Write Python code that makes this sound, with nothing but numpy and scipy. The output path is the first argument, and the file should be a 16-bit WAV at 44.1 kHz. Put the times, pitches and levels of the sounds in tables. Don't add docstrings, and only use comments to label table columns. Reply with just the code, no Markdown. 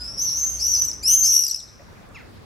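import sys
import numpy as np
from scipy import signal
from scipy.io import wavfile
from scipy.ndimage import uniform_filter1d, minimum_filter1d

SR = 44100
rng = np.random.default_rng(int(sys.argv[2]) if len(sys.argv) > 2 else 0)


def decibels_to_gain(level_db):
    exponent = np.asarray(level_db, float) / 20
    return 10 ** exponent


def generate_wav(sig):
    pcm = np.round(np.clip(np.atleast_2d(sig).T, -1, 1) * 32767).astype(np.int16)
    wavfile.write(sys.argv[1], SR, pcm)


N = 108045

# relative level in dB of the partials at 0.5, 1, 1.5, 2 and 2.5 x pitch
PARTIAL_DB = [-11, 1, 1.5, -11, -5.5]
SIDES = np.array([[.5], [-.5]])


def curve(rows):
    edge_s = .003
    s, *cols = np.transpose(rows)
    t = np.arange(N) / SR
    gate = np.clip(np.minimum(t - s[0] + edge_s, s[-1] + edge_s - t) / edge_s, 0, 1)
    return [np.interp(t, s, c) for c in cols] + [gate]


def unit(x):
    return x / np.sqrt(np.mean(x ** 2) + 1e-20)


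def drift(rate_hz):
    r = np.exp(-2 * np.pi * rate_hz / SR)
    noise = rng.standard_normal(N + SR)
    settled = signal.lfilter([1], [1, -2 * r, r * r], noise)[SR:]
    return unit(settled)


def turns(hz):
    return 2 * np.pi * np.cumsum(hz) / SR


def butter(x, order, hz, kind="low"):
    return signal.sosfilt(signal.butter(order, hz, kind, fs=SR, output="sos"), x)


def traffic():
    # frequency in Hz, relative band level in dB.
    spectrum = [(13, -42), (22, -4.5), (109, -2.5), (469, -14), (710, -16), (1200, -17.5), (2670, -25.5),
                (3230, -30.5), (5170, -27.5), (5930, -34), (16000, -44)]
    # frequency in Hz, left-right likeness (1 = same in both ears).
    likeness = [(30, 0.071), (70, 1), (140, 0), (300, 0)]
    level_db, flicker_db, low_cut_hz = -44.5, 1.8, 36

    def read(points, hz):
        point_hz, value = np.transpose(points)
        return np.interp(np.log(hz), np.log(point_hz), value)

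    out, edges = 0, 20 * 2 ** np.arange(0, 10.1, .5)
    white = rng.standard_normal((2, 2, N))
    for k, (low, high) in enumerate(zip(edges, edges[1:])):
        mid, side = butter(white[k % 2], 2, [low, high], "band")
        hz = np.sqrt(low * high)
        alike = np.clip(read(likeness, hz), -1, 1)
        band = np.sqrt(1 + alike) * mid + np.sqrt(1 - alike) * side * [[1], [-1]]
        out = out + decibels_to_gain(read(spectrum, hz) + flicker_db * drift(10)) * band
    return decibels_to_gain(level_db) * unit(butter(out, 2, low_cut_hz, "high"))


def tone(rows, waver_hz, lead_rad):
    hz, db, gate = curve(rows)
    level = decibels_to_gain(db + 2.0 * drift(2.9))
    phase = turns(hz + waver_hz * drift(5.4)) + [[lead_rad], [0]]
    return np.sqrt(2) * gate * level * np.sin(phase)


def engine_hum():
    # time in seconds, pitch in Hz, level in dB.
    hum = [(0, 60.4, -41.5), (.3, 63.1, -57.5), (.56, 62.44, -38.5), (.9, 63.55, -49), (1.3, 63.8, -41.5),
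           (1.5, 61.22, -55), (2.45, 57.6, -71)]
    return tone(hum, 1.1, 0.516)


def faint_whine():
    # time in seconds, pitch in Hz, level in dB.
    whine = [(0, 1350, -54.5), (.12, 1367, -58), (.17, 1325, -70)]
    return tone(whine, 56, 0)


def knocks():
    # start in seconds, peak in dB, pitch in Hz, time to fall 60 dB in seconds.
    rings = [(1.796, -42.5, 1950, 0.016), (1.797, -38.5, 560, 0.068), (1.806, -38.5, 690, 0.029),
             (1.82, -40, 623, 0.0427), (1.885, -45.5, 943, 0.053), (2.09, -49.5, 9200, 0.0084),
             (2.115, -57.5, 7200, 0.0159)]
    t = np.arange(N) / SR
    out = 0
    for start, db, hz, t60 in rings:
        fade = decibels_to_gain(db - 60 * np.maximum(t - start, 0) / t60)
        out = out + fade * (t > start) * np.sin(2 * np.pi * hz * (t - start))
    return out


def street(x):
    # delay left and delay right in seconds, level in dB.
    echoes = [(.0021, .0034, -10), (0.008, 0.019, -5), (0.079, .077, -27.5), (0.08, 0.09, -12.5)]
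    wet_db, alike, split_hz, onset_s = -7, 0.93, 8940, 0.0088
    near_t60_s, treble_t60_s, treble_db = 0.42, 0.34, -5.5
    far_t60_s, far_db = 0.91, -23
    t = np.arange(SR) / SR
    both, own = rng.standard_normal(SR), rng.standard_normal((2, SR))
    tail = (np.sqrt(alike) * both + np.sqrt(1 - alike) * own) * np.minimum(1, t / onset_s)
    dull = butter(tail, 2, split_hz)
    bright = butter(tail, 2, split_hz, "high")
    dull_fade = decibels_to_gain(-60 * t / near_t60_s) + decibels_to_gain(far_db - 60 * t / far_t60_s)
    tail = dull * dull_fade + bright * decibels_to_gain(treble_db - 60 * t / treble_t60_s)
    tail *= decibels_to_gain(wet_db) / np.sqrt(np.sum(tail ** 2, axis=1, keepdims=True))
    for left_s, right_s, db in echoes:
        tail[0, int(left_s * SR)] += decibels_to_gain(db)
        tail[1, int(right_s * SR)] += decibels_to_gain(db)
    return signal.fftconvolve(x * np.ones((2, 1)), tail, axes=1)[:, :N]


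def caw():
    # start in seconds, level in dB added to the shape, share of the shape's pitch.
    calls = [(.423, -13, .8), (2.146, 0, 1.0)]
    # seconds after the start, pitch in Hz and level in dB before the call's own.
    shape = [(.003, 1390, -48), (.014, 1282, -43), (.024, 1068, -46), (.033, 1000, -48), (.044, 870, -53),
             (.058, 740, -54), (.09, 620, -54.5)]
    harmonic_db = [3, 5.5, -1, 5, 2]
    throat_hz, octave_off_db, deepest_db = 2110, -16.5, -10
    dulls_db = 11
    echo_s, echo_db = .038, -8

    def colour(k, hz):
        throat = np.maximum(octave_off_db * np.log2(k * hz / throat_hz) ** 2, deepest_db)
        return throat + dulls_db * max(k - 2, 0) * np.log2(hz / hz[0])

    voice = 0
    for start, call_db, share in calls:
        hz, db, gate = curve(np.array(shape) + [start, 0, call_db])
        hz = share * hz
        stack = 0
        for k, partial_db in enumerate(harmonic_db, 1):
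            jitter = share * 5.9 * drift(160)
            stack = stack + decibels_to_gain(partial_db + colour(k, hz)) * np.sin(k * turns(hz + jitter))
        voice = voice + gate * decibels_to_gain(db) * stack
    return voice + decibels_to_gain(echo_db) * np.roll(voice, int(echo_s * SR))


def syrinx(hz, depth, half_db, octave_db, buzz, lead, unsteady, rasp_db, rough):
    swing_rad, swell, buzz_lead_rad = 0.96, 0.88, .3
    half_swell, octave_swell = .6, 0.18
    octave_swing_rad, octave_side_db, octave_rasp_db = .6, -1, 10
    flip_from, flip_over = .24, .1
    wobble, rasp = unsteady
    phase = turns(hz) + swing_rad * depth * np.sin(buzz)
    shake = depth * np.cos(buzz + buzz_lead_rad)
    flip = np.clip((depth - flip_from) / flip_over, 0, 1)
    beat = 1 - flip + flip * np.sqrt(2) * np.cos(buzz / 2)
    odd = beat * decibels_to_gain(half_db) * (1 - rough + rough * wobble) * (1 + half_swell * shake)
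    whistle = 1 + swell * shake + decibels_to_gain(rasp_db) * rasp
    octave = 1 + octave_swell * shake + decibels_to_gain(rasp_db + octave_rasp_db) * rasp
    octave = decibels_to_gain(octave_db) * octave * decibels_to_gain(octave_side_db * SIDES)
    upper_phase = lead * SIDES + octave_swing_rad * depth * np.sin(buzz)
    voice = 0
    for k, (db, gain) in enumerate(zip(PARTIAL_DB, [odd, whistle, odd, octave, odd]), 1):
        voice = voice + decibels_to_gain(db) * gain * np.sin(k / 2 * phase + upper_phase * (k > 3))
    return np.sqrt(2) * voice


def breath_noise():
    return np.array([drift(398), drift(2200)])


def note(start, db, hz, length, octave_db, sag, unsteady):
    # rasp round the whistle in dB, unsteady share of the half-pitch partials
    rasp_db, rough = (-30, .25)
    depth, half_db, buzz_rate = 0.23, -20, 260
    click_db, click_s = -27.5, 0.00053
    u = np.arange(int(length * SR)) / (length * SR)
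    shape = np.minimum(1, 7 * u) * np.cos(np.pi / 2 * u) ** 0.41
    buzz = turns(buzz_rate + 0 * u) + rng.uniform(0, 2 * np.pi)
    i = int(start * SR)
    end = i + len(u)
    glide = hz * (1 + sag * (.5 - u))
    whistle = syrinx(glide, depth, half_db, octave_db, buzz, 0, unsteady[:, i:end], rasp_db, rough) / np.sqrt(2)
    click = decibels_to_gain(click_db) * np.diff(unsteady[1, i:end + 1]) * np.exp(-u * length / click_s) * 2.7
    out = np.zeros((2, N))
    out[:, i:end] = decibels_to_gain(db) * (shape * whistle + click)
    return out


def trills():
    # start in seconds, level in dB, pitch in Hz, length in seconds,
    # relative level of the octave partial in dB.
    notes = [(0.647, -19, 5856, 0.012, -4), (0.665, -22, 5830, 0.0058, 7), (0.679, -20.5, 5745, 0.011, 0.5),
             (0.7, -21, 5730, 0.004, -5), (0.714, -17, 5690, 0.01, -4), (0.738, -16.5, 5610, 0.0059, -4.5),
             (0.749, -14.5, 5330, 0.0053, -6), (0.761, -24.5, 4920, 0.0087, -5.5),
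             (0.778, -34.5, 4360, 0.0068, -10), (0.82, -12, 5884, 0.0041, -2),
             (0.846, -20.5, 6080, 0.0161, 2.5), (0.8811, -18.5, 5736, 0.0085, -6),
             (0.914, -21, 5340, 0.0033, -3), (.93, -26.5, 5950, .01, -23.5), (1.339, -8.5, 5710, 0.006, 5),
             (1.3481, -10, 5634, 0.013, -1), (1.3631, -1, 5697, 0.0076, -3.5),
             (1.377, -7.5, 5675, 0.0084, -2), (1.389, -4, 5787, 0.0098, -1.5), (1.406, -11, 5675, 0.01, 0),
             (1.419, -9, 5680, 0.012, -1), (1.4368, -6.5, 5470, 0.0042, -3),
             (1.4496, -13, 5310, 0.007, 0.5), (1.465, -12, 5075, 0.0053, 0.5), (1.479, -20, 4799, 0.011, 1),
             (1.496, -26, 4300, 0.0088, 6.5), (1.447, -19, 5920, 0.0056, 12.5),
             (1.478, -17, 5970, 0.011, 11), (1.51, -10, 5680, 0.0089, -1),
             (1.5445, -9.5, 5277, 0.005, -4.5), (1.56, -16, 5600, .0025, 0)]
    # start in seconds,
    # level in dB, pitch in Hz, octave partial over that level in dB, share of pitch lost.
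    low_notes = [(.286, -36, 4340, -20, 0.28), (.834, -55.5, 3930, 18.5, .02),
                 (.859, -49.5, 4037, 15.5, -0.062), (.894, -56, 3680, 18.5, 0.12),
                 (1.461, -47, 3760, 24, 0.014), (1.492, -43, 3870, 19, 0.083),
                 (1.522, -51.5, 3593, 19.5, -0.088), (1.595, -37, 3900, 0.5, 0.276),
                 (1.68, -48, 3908, -11.5, .2)]
    sag, low_note_s, side_db = 0.041, 0.013, 3
    unsteady = breath_noise()
    trill = sum(note(*row, sag, unsteady) for row in notes)
    for start, db, hz, octave_db, low_sag in low_notes:
        trill += note(start, db, hz, low_note_s, octave_db - PARTIAL_DB[3], low_sag, unsteady)
    return trill * decibels_to_gain(side_db * SIDES)


def screams():
    # time in seconds, pitch in Hz, level in dB, buzz depth 0-1,
    # relative level of the half-pitch partials in dB.
    paths = [
        [(0.0, 4920, -44.5, .3, -18), (.05, 5246, -47.5, .3, -13), (.1, 5457, -47, .4, -25.5),
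         (.15, 5484, -53.5, 0.66, -21), (.175, 5440, -61, 0.8, -26)],
        [(.17, 4806, -48, 0.22, -31.5), (.177, 5200, -33, 0.4, -23), (.19, 5570, -28.5, .2, -34),
         (.212, 6110, -26, 0.03, -38.5), (.23, 6224, -25.5, 0.2, -18), (.262, 5770, -30, 0, -45),
         (.308, 5490, -29.5, 0.9, -43.5), (.345, 5744, -30.5, .5, -37.5), (.375, 6058, -28, 0.8, -42),
         (.418, 6173, -26, .7, -35), (.476, 6112, -31, 1, -30), (.55, 6007, -37, 0.96, -16.5),
         (.6, 5880, -36.5, .9, -20.5)],
        [(.592, 4400, -41.5, 0, -16.5), (.602, 5000, -36.5, 0.04, -10.5), (.617, 5450, -27.5, 0.3, -22),
         (.624, 5594, -19.5, 0.6, -23.5), (.631, 5700, -33.5, 0.04, -22.5), (.642, 5793, -26.5, 0, -45),
         (.664, 5920, -28, 0.56, -16.5), (.708, 5943, -25.5, 0.4, -47), (.78, 5859, -28, 0.82, -19),
         (.818, 5992, -23.5, 0.2, -38.5)],
        [(1.028, 4460, -41.5, .1, -5), (1.039, 5060, -31, 0.06, -2.5), (1.047, 5036, -29.5, .1, -34.5),
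         (1.056, 5206, -22, 0, -22), (1.08, 5724, -19.5, .2, -12.5), (1.116, 6096, -15, 0.5, -11.5),
         (1.162, 6206, -17, 0.8, -13.5), (1.175, 6254, -18.5, 0.44, -34), (1.2, 6165, -16.5, 0.74, -50.5),
         (1.23, 6114, -15.5, 0.8, -27.5), (1.262, 6110, -15, 0.96, -20), (1.29, 6054, -21, .7, -40),
         (1.322, 5765, -17.5, .7, -32), (1.435, 5766, -20.5, .75, -34)],
        [(1.235, 4293, -31, 0.4, -16), (1.247, 5100, -26.5, 0.12, -13.5), (1.265, 5420, -17.5, 0.26, -12.5),
         (1.3, 5700, -16.5, 0.28, -22.5), (1.335, 5702, -21, 0.8, -8.5)],
    ]
    # buzzes per second, level left minus right in dB, relative octave level in dB,
    # octave lead of left over right in rad, street send in dB.
    birds = [(259.5, 0.5, -4, 0.3, 12.5), (266.6, 0.7, -2, -1.5, 2.5), (287, 0.5, -3, 1.2, 4.5),
             (260, 2, 0.5, 0.82, -1.5), (256, 1, -2.5, 0.5, -2.5)]
    # rasp round the whistle in dB, unsteady share of the half-pitch partials,
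    # pitch jitter in Hz.
    breath = [(-25, .8, 20), (-22, .8, 26), (-32, .6, 10), (-36, .12, 13), (-28, .5, 30)]
    buzz_drift, flutter_db = 0.014, 0.84
    direct, send = 0, 0
    for rows, bird, (rasp_db, rough, jitter_hz) in zip(paths, birds, breath):
        rate, side_db, octave_db, lead, send_db = bird
        hz, db, depth, half_db, gate = curve(rows)
        hz = uniform_filter1d(hz, size=441) + jitter_hz * drift(152)
        buzz = turns(rate * (1 + buzz_drift * drift(18)))
        level = gate * decibels_to_gain(db + flutter_db * drift(40) + side_db * SIDES)
        depth = np.clip(depth, 0, 1)
        voice = level * syrinx(hz, depth, half_db, octave_db, buzz, lead, breath_noise(), rasp_db, rough)
        direct = direct + voice
        send = send + decibels_to_gain(send_db) * voice
    return direct, send


def swifts():
    beak_cut_hz, trill_send_db = 12840, -4.5
    direct, send = screams()
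    trill = trills()
    return butter([direct + trill, send + decibels_to_gain(trill_send_db) * trill], 3, beak_cut_hz)


def scene():
    background = traffic() + engine_hum() + faint_whine() + knocks()
    far = caw()
    far_wet = street(decibels_to_gain(-6) * far)
    direct, send = swifts()
    return background + far + far_wet + direct + street(send)


def gain_control(x):
    knee_db, ratio, hold_s, back_db_per_s, attack_s = -5, 0.85, 0.2, 19, 0.019
    peak_db = 20 * np.log10(np.abs(x).max(axis=0) + 1e-9)
    over = np.maximum(peak_db - knee_db, 0) * ratio
    hold = int(hold_s * SR)
    held = -minimum_filter1d(-over, size=hold, origin=(hold - 1) // 2)
    ramp = back_db_per_s * np.arange(N) / SR
    cut_db = np.maximum.accumulate(held + ramp) - ramp
    r = np.exp(-1 / (attack_s * SR))
    return x * decibels_to_gain(-signal.lfilter([1 - r], [1, -r], cut_db))


def overload(x):
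    ceiling = .85
    return ceiling * np.tanh(x / ceiling)


def roll_off(x):
    return signal.sosfilt(signal.butter(12, 16270, fs=SR, output="sos"), x)


def record(dry):
    mix = overload(gain_control(dry))
    return roll_off(mix)


dry = scene()
out = record(dry)
generate_wav(out)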